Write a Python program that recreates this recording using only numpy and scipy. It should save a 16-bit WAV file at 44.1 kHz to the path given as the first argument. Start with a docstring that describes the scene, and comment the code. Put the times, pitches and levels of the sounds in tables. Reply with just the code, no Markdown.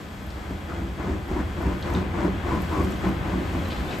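"""A front-loading washing machine gathers speed for its spin in a small room, about 3.5 turns a second.
On each turn the wet, lopsided load scrubs the door seal by stick-slip friction, then strikes the tub
and excites the cabinet's modes. Beneath this the drum rumbles on its springs and the motor hums.
Water sprays, ticks on the glass and sloshes, air pockets gulp, lumps knock and loose pieces rattle;
later, cloth rustles on the glass and the seal squeaks."""
import sys
import numpy as np
from scipy import signal
from scipy.fft import rfft, irfft
from scipy.io import wavfile
from scipy.ndimage import uniform_filter1d

SR = 44100
rng = np.random.default_rng(int(sys.argv[2]) if len(sys.argv) > 2 else 0)


def wav_out(sig):
    """Save sig, one row per channel (or a flat mono array), as 16-bit PCM at SR to the path in sys.argv[1]."""
    wavfile.write(sys.argv[1], SR, np.round(np.clip(np.atleast_2d(sig).T, -1, 1) * 32767).astype(np.int16))


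N = 176400


def from_db(db):
    """Amplitude ratio of a level in decibels."""
    return 10 ** (np.asarray(db) / 20)


def rms_one(x):
    """Normalisation to unit rms."""
    return x / np.sqrt(np.mean(x ** 2) + 1e-20)


def level(rows):
    """Gain over time, interpolated in decibels between (seconds, dB) points."""
    return from_db(np.interp(np.arange(N) / SR, *np.transpose(rows)))


def at_hz(points, hz, column=1):
    """Interpolation of a table column on a logarithmic frequency axis."""
    table = np.array(points)
    return np.interp(np.log(hz), np.log(table[:, 0]), table[:, column])


def swell(start, attack_s, hold_s, release_s):
    """Envelope: exponential growth up to the start, a hold, then exponential decay."""
    t = np.arange(N) / SR - start
    exponent = np.minimum(t, 0) / attack_s - np.maximum(t - hold_s, 0) / release_s
    return np.exp(np.maximum(exponent, -40))


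def band(x, low_hz, high_hz):
    """Butterworth band-pass filtering."""
    sos = signal.butter(2, [low_hz, min(high_hz, .45 * SR)], "band", fs=SR, output="sos")
    return signal.sosfilt(sos, x + 1e-18)


def grains(per_s, spread_db):
    """Shot noise: randomly timed impulses of either sign; rms 1."""
    sizes = from_db(spread_db * np.minimum(rng.exponential(1, N), 4)) * rng.choice([-1, 1], N)
    return rms_one(sizes * (rng.random(N) < per_s / SR))


def ring(force, modes):
    """Modal superposition: a force drives damped (Hz, dB, T60) resonators of alternating sign."""
    out = 0
    for k, (hz, db, t60) in enumerate(modes):
        radius, angle = from_db(-60 / (t60 * SR)), 2 * np.pi * hz / SR
        feedback = [1, -2 * radius * np.cos(angle), radius * radius]
        mode = signal.lfilter([0, np.sin(angle)], feedback, force + 1e-18)
        out = out + (-1) ** k * from_db(db) * mode
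    return out


def wavering(hz, width_hz):
    """Phase diffusion: a random walk in phase broadens a tone's spectral line; rms 1."""
    wander = np.cumsum(rng.standard_normal(N)) * np.sqrt(2 * np.pi * width_hz / SR)
    return rms_one(np.sin(2 * np.pi * hz * np.arange(N) / SR + wander))


def evened(x, window_s=.06):
    """Division by the running rms steadies a vibration but keeps its fast flutter."""
    power = uniform_filter1d(x ** 2, int(window_s * SR))
    return x / np.sqrt(np.maximum(power, 1e-12))


def panned(db):
    """Left and right gains for a level difference, left minus right."""
    return from_db(np.array([[db], [-db]]) / 2)


# Stereo image, in antiphase near 10 kHz. Each row: frequency in Hz, left-right correlation
# (limited to between -1 and 1 in use), left minus right level in dB.
STEREO_IMAGE = [(60, 0.18, 12), (160, 0.86, 3.5), (326, 0.91, -2.5), (700, 0.54, 1.5), (1280, 0.17, 2.5),
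                (2760, 0.47, 5), (5200, 0.6, 1.5), (8150, 0.95, -1), (9440, -1.6, 7), (10730, -1.6, 0),
                (11290, 0.48, -0.5)]


def coloured(source, spectrum):
    """Spectral shaping in stereo: diffuse noise mixed with the source sets the correlation; rms 1."""
    hz = np.maximum(np.arange(N // 2 + 1) * SR / N, 1)
    correlation = np.clip(at_hz(STEREO_IMAGE, hz), -1, 1)
    mid = np.sqrt(1 + correlation) * rfft(source)
    side = np.sqrt(1 - correlation) * rfft(rng.standard_normal(N))
    lean = from_db(at_hz(STEREO_IMAGE, hz, column=2) / 2)
    channels = np.array([(mid + side) * lean, (mid - side) / lean])
    return rms_one(irfft(from_db(at_hz(spectrum, hz)) * channels, N))


def hollow(x, echo_db=-20):
    """Comb filtering: short reflections inside the drum interfere and ripple the spectrum."""
    out = x.copy()
    lags = (rng.uniform(.002, .022, 7) * SR).astype(int)
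    for lag, sign in zip(lags, rng.choice([-1, 1], 7)):
        out[lag:] += sign * from_db(echo_db) * x[:-lag]
    return out


def room(x, t60_s=.28):
    """Reverberation: repeated reflection between brick walls, as eight feedback delays a side."""
    out = np.zeros((2, N))
    lags = (rng.uniform(.006, .035, 16) * SR).astype(int)
    for k, lag in enumerate(lags):
        loop, gain = x.copy(), from_db(-60 * lag / SR / t60_s)
        for i in range(lag, N, lag):
            loop[i:i + lag] += gain * loop[i - lag:i][:N - i]
        out[k % 2] += (loop - x) * (-1) ** (k // 2)
    return out / np.sqrt(8)


# Modes of the tub on its springs. Each row: frequency in Hz, relative gain in dB, T60 in seconds.
SUSPENSION_MODES = [(29, -13, 0.22), (40.3, -8.5, 0.14), (61.15, -5.5, 0.42), (70.8, 0, 0.18),
                    (87.5, 1.5, 0.15)]


def rumble():
    """Forced vibration: random shaking drives the resonances of the sprung tub; rms 1."""
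    return rms_one(band(ring(rng.standard_normal(N), SUSPENSION_MODES), 15, 104))


# Spectrum of the rolling drum. Each row: frequency in Hz, relative spectral density in dB.
ROLL_SPECTRUM = [(30, -32), (60, -32), (120, 2.5), (200, 0.5), (340, -1.5), (460, -4.5), (800, -8),
                 (1500, -10.5), (2300, -15.5), (3300, -22.5), (5000, -36.5), (15000, -83)]
# Envelopes of the rumble and of the rolling. Each row: time in seconds, level in dB.
RUMBLE_ENVELOPE = [(0, -40.5), (.3, -36.5), (.9, -34), (1.1, -33.5), (2, -30.5), (2.7, -31.5), (3.3, -31),
                   (4, -34)]
ROLL_ENVELOPE = [(0, -39), (.6, -38), (1.2, -36.5), (2.05, -33.5), (2.6, -32), (3.2, -31.5), (4, -31.5)]


def drum():
    """Rolling noise: dense impulses merge into a grainy rush above the rumble of the suspension."""
    roll = coloured(hollow(grains(per_s=4000, spread_db=1.5)), ROLL_SPECTRUM)
    return level(RUMBLE_ENVELOPE) * rumble() + level(ROLL_ENVELOPE) * roll


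def motor(hum_hz=198.1, whine_hz=3290):
    """Narrow-band machine noise: a low hum, and a thin whine that grows with the rolling of the drum."""
    growth = rms_one(level(ROLL_ENVELOPE) ** .45)
    hiss = rms_one(ring(rng.standard_normal(N), [(whine_hz, 0, .011)]))
    whine = from_db(-62) * wavering(whine_hz, width_hz=18) + from_db(-60) * hiss
    hum = from_db(-45) * wavering(hum_hz, width_hz=2.54)
    return hum + growth * whine


# Spectrum of the spray. Each row: frequency in Hz, relative spectral density in dB.
SPRAY_SPECTRUM = [(30, -30), (1500, -6.5), (3200, 4.5), (4500, 3.5), (5800, -0.5), (7500, -0.5),
                  (14000, -6)]
# Envelope of the spray. Each row: time in seconds, level in dB.
SPRAY_ENVELOPE = [(0, -52.5), (1.2, -53.5), (1.75, -51.5), (1.95, -51), (2.08, -54), (2.42, -52.5),
                  (2.6, -48.5), (2.9, -48), (3.22, -51.5), (3.5, -48.5), (4, -47.5)]
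# Drops striking the glass. Each row: time in seconds, level in dB.
DROP_HITS = [(0.223, -55), (0.266, -50), (1.28, -51), (1.622, -53), (1.81, -54), (1.904, -50), (1.937, -50),
             (2.62, -43.5), (2.838, -47), (2.908, -46), (3.09, -48), (3.686, -50), (3.986, -46)]


def spray(drop_hz=11400):
    """Droplet impact: fine spray on the glass sums to a hiss, while larger drops tick singly."""
    hiss = coloured(rng.standard_normal(N), SPRAY_SPECTRUM)
    hits = sum(from_db(db) * swell(start, .0003, 0, .0038) for start, db in DROP_HITS)
    drops = hits * rms_one(band(rng.standard_normal(N), drop_hz, drop_hz * 1.15))
    return level(SPRAY_ENVELOPE) * hiss + drops + from_db(-8) * room(drops)


# Modes of the tub and cabinet. Each row: frequency in Hz, relative gain in dB, T60 in seconds.
CABINET_MODES = [(61.5, -5.5, 0.32), (79.6, -3, 0.14), (126, -15, 0.098), (149, -12.5, 0.18),
                 (181.3, 1, 0.2), (201.7, -5, 0.25), (255, 5.5, 0.069), (268.6, 0.5, 0.164),
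                 (298.3, -0.5, 0.13), (332.6, -1, 0.29), (369.4, -3, .17), (391.2, -1, 0.2),
                 (429, -10, 0.089)]
# Landings of the load's heavy side. Each row: start in seconds, length in seconds,
# relative impact level in dB, relative sway level in dB.
LANDINGS = [(.25, 0.027, -55, -32), (0.504, 0.012, -33, -33), (0.79, 0.061, -30.5, -35),
            (1.074, 0.045, -24.5, -26), (1.314, 0.093, -24.3, -30.5), (1.661, 0.021, -22, -25.5),
            (1.952, 0.02, -22, -24), (2.235, 0.055, -23.5, -30), (2.51, 0.065, -23.5, -24.5),
            (2.766, 0.11, -23, -25), (3.06, 0.021, -20.5, -33), (3.33, 0.076, -24.3, -26.5),
            (3.55, 0.014, -26, -28), (3.79, 0.03, -30.5, -26.5)]


def thumps(contact_hz=388, blow_db=-15, jolt_db=-3):
    """Rotating unbalance: a soft blow and a flurry of jolts ring the cabinet as the sprung tub sways."""
    blows, weight, sway = np.zeros(N), 0, 0
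    for start, length, db, sway_db in LANDINGS:
        blows[int(start * SR)] = from_db(db + blow_db)
        weight += from_db(db) * swell(start, .017, length, .054)
        sway += from_db(sway_db) * swell(start, .017, length, .045)
    soft_contact = signal.butter(1, contact_hz, fs=SR)
    jolts = signal.lfilter(*soft_contact, grains(per_s=900, spread_db=3.5))
    shaking = from_db(jolt_db) * weight * evened(ring(jolts, CABINET_MODES))
    body = ring(signal.lfilter(*soft_contact, blows), CABINET_MODES) + shaking
    return body + from_db(-8.5) * room(band(body, 76, 2000)) + from_db(-5.5) * sway * rumble()


# Modes of a loose piece. Each row: multiple of its pitch, relative gain in dB, T60 in seconds.
PIECE_MODES = [(.78, -13, .04), (1, 0, .017), (1.32, -17, .02)]
# Clacks in the drum. Each row: start in seconds, scuff level in dB, ping level in dB, pitch in Hz.
CLACKS = [(0.304, -45, -45, 4380), (1.825, -39, -38, 4130), (1.938, -50, -39.5, 6250),
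          (1.950, -43, -28, 3700), (2.846, -46, -44, 7400), (2.921, -52, -41, 7200),
          (3.048, -40, -39, 2770), (3.706, -43, -36, 3080), (3.917, -48, -44, 3300)]


def rattles(scuff_decay_s=.0071):
    """Hard impact: small pieces hit the steel drum with a scuff of noise and a ping of free vibration."""
    out, size = np.zeros(N + SR), SR // 10
    decay = np.exp(-np.arange(size) / SR / scuff_decay_s)
    for start, scuff_db, ping_db, hz in CLACKS:
        scuff = decay * rms_one(band(rng.standard_normal(size), hz / 1.5, hz * 1.2))
        modes = [(hz * ratio, db, t60) for ratio, db, t60 in PIECE_MODES]
        ping = ring(signal.unit_impulse(size), modes)
        onset = int(start * SR)
        out[onset:onset + size] += from_db(scuff_db) * scuff + from_db(ping_db) * ping
    return out[:N] + from_db(-5) * room(out[:N])


# Modes of the door and front panel. Each row: frequency in Hz, relative gain in dB, T60 in seconds.
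DOOR_MODES = [(343.8, 3, 0.2), (395, -9, 0.21), (513.3, -5.5, 0.12), (590, -5.5, 0.11), (936, -2, 0.095),
              (981, 2.5, 0.053), (1036, 3, 0.051), (1127, 1, 0.048), (1506, -9, 0.055)]
# Spectrum of the friction. Each row: frequency in Hz, relative spectral density in dB.
SCRUB_SPECTRUM = [(30, -45), (120, 8), (340, 7.5), (480, 2.5), (750, 4), (1050, -3), (1400, -3), (2000, -5),
                  (3000, -18), (5000, -23.5), (7500, -25.5), (15000, -44)]
# Passes of the load over the seal, one a turn. Each row: start in seconds, length in seconds,
# rush level in dB, door ring level in dB.
SEAL_PASSES = [(0.377, 0.15, -40, -53), (0.698, 0.1, -37.5, -47.5), (1.001, 0.13, -35.5, -39),
               (1.298, 0.11, -34.5, -38.5), (1.585, 0.14, -35, -38), (1.863, 0.12, -31.5, -35.5),
               (2.151, 0.11, -31.7, -32.5), (2.466, 0.094, -32, -31.5), (2.717, 0.098, -32.5, -31.5),
               (3.034, 0.054, -31.5, -36), (3.255, 0.083, -37, -38.5), (3.534, 0.02, -39.5, -42),
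               (3.906, 0.04, -36, -49)]


def scrub(rise_db_per_s=9):
    """Stick-slip friction: the load drags over the seal under rising pressure and rings the door."""
    rush_gain, door_gain = 0, 0
    for start, length, rush_db, door_db in SEAL_PASSES:
        from_middle_s = np.clip(np.arange(N) / SR - start, 0, length) - length / 2
        pressure = swell(start, .02, length, .038) * from_db(rise_db_per_s * from_middle_s)
        rush_gain += from_db(rush_db) * pressure
        door_gain += from_db(door_db) * pressure
    slips = hollow(grains(per_s=1500, spread_db=2))
    door = door_gain * rms_one(ring(slips, DOOR_MODES))
    rush = rush_gain * coloured(slips, SCRUB_SPECTRUM)
    return rush + door * panned(6.5) + from_db(-5) * room(door)


# Lumps of laundry hitting the drum wall. Each row: start in seconds, level in dB, pitch in Hz.
LUMP_HITS = [(0.508, -25, 268), (0.816, -24, 191), (0.999, -26.5, 320), (1.044, -24.5, 385),
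             (1.069, -23, 194), (1.118, -25, 200), (1.314, -24, 331), (1.36, -23.5, 348), (1.572, -24, 167),
             (1.668, -24, 167), (1.912, -23, 318), (2.141, -23, 191), (2.234, -22, 330), (2.28, -21, 400),
             (2.508, -18.5, 186), (3.335, -19.5, 218), (3.549, -20, 261)]


def knocks(note_t60_s=.066, slap_decay_s=.006, slap_db=-12.5):
    """Damped impact: each lump lands with a wet slap and excites one dull, short-lived mode."""
    out, size = np.zeros(N + SR), SR // 5
    decay = np.exp(-np.arange(size) / SR / slap_decay_s)
    for start, db, hz in LUMP_HITS:
        slap = decay * rms_one(band(rng.standard_normal(size), 280, 1140))
        note = ring(signal.unit_impulse(size), [(hz, 0, note_t60_s)])
        onset = int(start * SR)
        out[onset:onset + size] += from_db(db) * (note + from_db(slap_db) * slap)
    return out[:N] + from_db(-12) * room(out[:N])


# Water thrown by the load. 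Each row: start in seconds, length in seconds, level in dB, centre in Hz.
WATER_SLAPS = [(0.686, 0.04, -44, 1230), (1.003, 0.019, -44, 1400), (1.39, .035, -43, 1530),
               (1.666, .015, -45, 1930), (3.047, 0.013, -42, 1500), (3.545, 0.0086, -41, 814),
               (3.704, 0.028, -47, 2600), (3.915, 0.028, -44.5, 2400)]


def sloshes(band_ratio=1.25):
    """Bubble noise: water slaps the door, and many brief pulses in one band merge into a gurgle."""
    out = np.zeros(N)
    for start, length, db, hz in WATER_SLAPS:
        bubbles = rms_one(band(grains(per_s=1000, spread_db=0), hz / band_ratio, hz * band_ratio))
        out += from_db(db) * swell(start, .006, length, .018) * bubbles
    return out * panned(3.9) + from_db(-10.5) * room(out)


# Air pockets in the load. Each row: start in seconds, length in seconds, level in dB, pitch in Hz.
AIR_POCKETS = [(0.702, .02, -45, 1290), (1.365, .02, -38, 950), (1.655, .015, -38.5, 930),
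               (2.231, 0.016, -34, 990), (2.515, .012, -34.5, 980), (2.545, 0.016, -36.5, 1030),
               (2.712, .02, -36, 1025), (2.751, 0.063, -35.5, 1125), (3.055, .025, -36, 1040)]


def gulps():
    """Cavity resonance: air pockets squeezed from the wet load ring briefly, each at its own pitch."""
    out = sum(from_db(db) * swell(start, .0036, length, .012) * wavering(hz, width_hz=45)
              for start, length, db, hz in AIR_POCKETS)
    return out * panned(5.4) + from_db(-8) * room(out)


# Wet cloth scraping the glass. Each row: start in seconds, length in seconds, level in dB.
CLOTH_SCRAPES = [(1.824, .022, -51), (1.945, .03, -49), (3.705, 0.028, -45.5), (3.757, .025, -55),
                 (3.91, 0.028, -48.5)]


def rustles():
    """Irregular stick-slip: cloth catches and releases the glass in quick, gritty runs."""
    pressure = sum(from_db(db) * swell(start, .0022, length, .02) for start, length, db in CLOTH_SCRAPES)
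    catches = hollow(grains(per_s=500, spread_db=2))
    out = pressure * rms_one(band(catches, 2800, 4400))
    return out + from_db(-5) * room(out)


# Squeaks of the seal. Each row: start in seconds, length in seconds, level in dB, pitch in Hz.
SEAL_SQUEAKS = [(3.654, .006, -47.5, 4000), (3.887, .006, -44.5, 3570), (3.909, 0.0044, -46, 3850)]


def squeaks():
    """Nearly periodic stick-slip: the wet rubber seal catches on the glass in tiny, high tones."""
    out = sum(from_db(db) * swell(start, .0015, length, .004) * wavering(hz, width_hz=59)
              for start, length, db, hz in SEAL_SQUEAKS)
    return out + from_db(-5) * room(out)


def scene():
    """Superposition: all the sources add, as heard in front of the machine."""
    load = scrub() + thumps() + knocks() + rustles() + squeaks() + rattles()
    return load + drum() + motor() + spray() + sloshes() + gulps()


def record(dry, low_hz=22, high_hz=14600):
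    """Band limiting: a gentle high-pass thins the deepest bass and a steep low-pass cuts the top."""
    thinned = signal.sosfilt(signal.butter(2, low_hz, "high", fs=SR, output="sos"), dry)
    return signal.sosfilt(signal.ellip(10, .3, 80, high_hz, fs=SR, output="sos"), thinned)


dry = scene()
out = record(dry)
wav_out(out)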